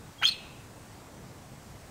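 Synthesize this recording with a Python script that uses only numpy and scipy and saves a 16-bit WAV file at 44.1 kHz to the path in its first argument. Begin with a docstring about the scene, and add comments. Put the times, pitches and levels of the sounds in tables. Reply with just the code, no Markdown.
"""A wire-mesh outdoor pen in quiet air, where a bird gives one short, bright chirp.
After a faint lead-in whistle, one side of its voice box sweeps up from a low squawk to a whistle;
the other side joins higher, the two beat together, and a small afternote follows.
The ground and the pen return a quick echo and a diffuse tail, and the mesh rings thinly."""
import sys
import numpy as np
from scipy import signal
from scipy.fft import rfft, irfft
from scipy.io import wavfile
from scipy.ndimage import uniform_filter1d

SR = 44100
rng = np.random.default_rng(int(sys.argv[2]) if len(sys.argv) > 2 else 0)


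def int16_out(signal):
    """Quantize to a 16-bit WAV file."""
    q = np.round(np.clip(np.atleast_2d(signal).T, -1, 1) * 32767)
    wavfile.write(sys.argv[1], SR, q.astype(np.int16))


N = 83790
T = np.arange(N) / SR
BIN_HZ = np.fft.rfftfreq(N, 1 / SR)


def amp(db):
    """Decibels to gain."""
    return 10 ** (np.asarray(db) / 20)


def unit(x):
    """Scales to unit rms."""
    return x / np.sqrt(np.mean(x ** 2) + 1e-20)


def curve_at(points, hz):
    """Interpolates (Hz, value) points on a log-frequency axis."""
    point_hz, value = np.transpose(points)
    return np.interp(np.log(hz + 1), np.log(point_hz + 1), value)


def noise(bin_gain):
    """Unit-rms noise with the given spectral shape."""
    return unit(irfft(rfft(rng.standard_normal(N)) * bin_gain, N))


def wobble(rate_hz):
    """Smooth, bounded random motion up to about rate_hz."""
    return unit(np.tanh(noise(np.exp(-(BIN_HZ / rate_hz) ** 2))))


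# Outdoor air. Each row: frequency in Hz, relative noise density in dB.
AIR_SPECTRUM = [(15, -19), (25, -9), (133, 0), (169, -5), (204, -4.5), (281, -9), (305, -7.5), (349, -11.5),
                (378, -11.5), (495, -12), (537, -12), (848, -13.5), (1620, -19.5), (3170, -26), (8350, -26),
                (10100, -33), (15500, -35)]


def air(rms_db=-48.5, drift_db=1.0):
    """Distant rumble and soft hiss, drifting a little in patches of time and frequency."""
    steady = noise(amp(curve_at(AIR_SPECTRUM, BIN_HZ)))
    spectra = signal.stft(steady, nperseg=1024, noverlap=768)[2]
    patches = uniform_filter1d(rng.standard_normal(spectra.shape[::-1]), size=20, axis=0)
    patches = unit(uniform_filter1d(patches, size=14, axis=1)).T
    drifting = signal.istft(spectra * amp(drift_db * patches), nperseg=1024, noverlap=768)[1]
    return amp(rms_db) * unit(drifting[:N])


# Modes of the wire mesh. 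Each row: frequency in Hz, relative level in dB, T60 in seconds.
MESH_MODES = [(2499, 1, 0.64), (2600, -4, 0.95), (2600, -7.5, 0.56)]


def mesh_ring(call, rms_db=-57):
    """The call sets close modes of the mesh ringing; they beat as they fade."""
    ring = 0
    for hz, db, t60_s in MESH_MODES:
        mode = amp(-60 * T / t60_s) * np.sin(2 * np.pi * hz * T)
        ring += amp(db) * unit(signal.fftconvolve(call, mode)[:N])
    return amp(rms_db) * unit(ring)


# Reverberation of the pen. Each row: frequency in Hz, gain in dB, T60 in seconds.
PEN_BANDS = [(700, -49, .4), (1500, -20, 0.52), (2220, -14, 0.98), (2700, -2, 1), (2900, -12, 0.91),
             (3320, -16, 0.39), (3850, -8.5, 0.81), (4440, -19, 0.32), (5000, -9, 0.29), (6400, -16, 0.6),
             (8640, -7, 0.35), (15000, -34, .3)]


def pen_tail(call, build_s=0.012):
    """A diffuse tail that builds quickly, each band with its own strength and decay."""
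    hz, time_s, spectra = signal.stft(rng.standard_normal(SR), SR, nperseg=512)
    bands = np.array(PEN_BANDS)
    gain_db = curve_at(bands[:, [0, 1]], hz)[:, None]
    t60_s = curve_at(bands[:, [0, 2]], hz)[:, None]
    energy_norm = np.sqrt(2 * np.log(1000) / (t60_s * SR))
    decay = amp(gain_db - 60 * time_s / t60_s) * energy_norm
    tail = signal.istft(spectra * decay, SR, nperseg=512)[1][:SR]
    build_up = 1 - np.exp(-T[:SR] / build_s)
    return signal.fftconvolve(call, tail * build_up)[:N]


# Near reflections off ground and pen. Each row: delay in seconds, gain in dB.
REFLECTIONS = [(.0045, -8.5), (.0083, -4)]


def echoes(call, scatter_hz=3000):
    """Two quick reflections, dulled because the stony ground scatters the treble."""
    dull = signal.lfilter(*signal.butter(1, scatter_hz, fs=SR), call)
    return sum(amp(db) * np.interp(T - delay_s, T, dull, left=0) for delay_s, db in REFLECTIONS)


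# Air rasp in the voice box. Each row: frequency in Hz, relative noise density in dB.
RASP_SPECTRUM = [(600, -16), (1300, 9), (3000, -8), (6000, 4), (8000, -7.5), (11000, -3.5), (15500, -7)]


def rasp(effort, pitch_hz, gain_db=-32, full_above_hz=1480):
    """Air rushing through the voice box: follows the effort, weaker at low pitch."""
    flow = effort ** 0.57 * np.minimum(pitch_hz / full_above_hz, 1) ** 2
    return amp(gain_db) * flow * noise(amp(curve_at(RASP_SPECTRUM, BIN_HZ)))


# Membrane harmonics, first to fifth. Each entry: gain in dB.
MEMBRANE_HARMONICS_DB = [1, -8, -13.5, -35, -20]
# Response of throat and beak. Each row: frequency in Hz, gain in dB.
THROAT_RESPONSE = [(700, -6), (1000, -19.5), (1450, -1), (2050, -2), (2600, 2.5), (3250, 0.5), (4300, -2),
                   (5200, -16), (6500, -7.5), (7400, -18), (8700, -12), (10000, -24.5), (15000, -40)]


def throat_tone(pitch_hz, phase, strength):
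    """A membrane's harmonics, coloured by throat and beak."""
    tone = 0
    for k, db in enumerate(MEMBRANE_HARMONICS_DB, 1):
        hz = k * pitch_hz
        tone += amp(curve_at(THROAT_RESPONSE, hz) + db) * (hz < SR / 2) * np.sin(k * phase)
    return strength * tone


def membrane(contour, jitter=0.069, shimmer=0.37, wobble_hz=880, ramp_s=0.001):
    """One vibrating side of the voice box; pitch and strength are unsteady where it is rough."""
    time_s, hz, db, roughness = np.transpose(contour)
    roughness = np.interp(T, time_s, np.clip(roughness, 0, 1))
    pitch_hz = np.interp(T, time_s, hz) * np.exp(jitter * roughness * wobble(wobble_hz))
    phase = 2 * np.pi * np.cumsum(pitch_hz) / SR
    gate = np.clip(np.minimum(T - time_s[0], time_s[-1] - T) / ramp_s + 1, 0, 1)
    flutter = np.exp(shimmer * roughness * wobble(wobble_hz))
    strength = gate * amp(np.interp(T, time_s, db)) * flutter
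    return pitch_hz, phase, strength


# Contours of the chirp's four notes.
# Each row: time in seconds, pitch in Hz, level before the throat in dB, roughness (capped at 1).
LEAD_IN_CONTOUR = [(.182, 3220, -56, 0.14), (.193, 3280, -48.5, 0.13), (.210, 3260, -50, 0.14),
                   (.224, 3170, -50, 0.1)]
LOW_CONTOUR = [(.2145, 736, -41, 0.08), (.218, 766, -29, 0.2), (.2225, 801, -36.5, 0.25),
               (.2245, 970, -17, 0.54), (.228, 1065, -20.5, .4), (.2305, 1349, -24, 0.55),
               (.2338, 1499, -21, 0.4), (.2348, 2418, -21, 0.5), (.2372, 2564, -23.5, 0.51),
               (.240, 3172, -24, 0.04), (.2505, 3213, -19, 0.07), (.2528, 3180, -17, 0),
               (.2552, 3270, -9.5, 0.14), (.2572, 3346, -29.5, 0.3), (.261, 3447, -20.5, 0.31),
               (.268, 3422, -27.5, 0.42), (.278, 3467, -26, 0.42), (.287, 3270, -33.5, 0.4),
               (.290, 2620, -40, 1.2), (.294, 1920, -56, 1)]
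HIGH_CONTOUR = [(.255, 3993, -54, .2), (.260, 4130, -35.5, 0.2), (.267, 4188, -26.5, 0.16),
                (.275, 4360, -21, 0.03), (.283, 4238, -29, 0.42), (.2875, 4146, -18.5, 0.2),
                (.290, 4173, -21.5, 0.5), (.295, 4410, -24, 0.2), (.298, 4230, -27, 0.6),
                (.302, 3970, -50, .7)]
AFTERNOTE_CONTOUR = [(.311, 4200, -32, 0.51), (.317, 4460, -28, 0.2), (.321, 4320, -28, 0.3),
                     (.325, 3900, -33.5, 0.7), (.329, 3600, -37, .5)]


def bird(coupling_knee_db=-25, combination_db=-6):
    """Both sides of the voice box sound and couple into a third tone, between two soft notes."""
    low_hz, low_phase, low_strength = membrane(LOW_CONTOUR)
    high_hz, high_phase, high_strength = membrane(HIGH_CONTOUR)
    low = throat_tone(low_hz, low_phase, low_strength)
    high = throat_tone(high_hz, high_phase, high_strength)
    coupling = np.tanh(low_strength / amp(coupling_knee_db))
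    combination = amp(combination_db) * coupling * high_strength * np.sin(2 * high_phase - low_phase)
    breath = rasp(low_strength + high_strength, low_hz)
    afternote = throat_tone(*membrane(AFTERNOTE_CONTOUR))
    lead_in = throat_tone(*membrane(LEAD_IN_CONTOUR))
    return lead_in + low + high + combination + breath + afternote


def scene():
    """The chirp, its echoes and tail, the mesh ring and the air, in mono."""
    call = bird()
    return (call + echoes(call) + pen_tail(call) + mesh_ring(call) + air())[None]


def record(dry):
    """Steep low-pass at the top of the treble."""
    cutoff_hz = 15750
    lowpass = signal.firwin(801, cutoff_hz, window=("kaiser", 9), fs=SR)
    return signal.oaconvolve(dry, lowpass[None], "same")


dry = scene()
out = record(dry)
int16_out(out)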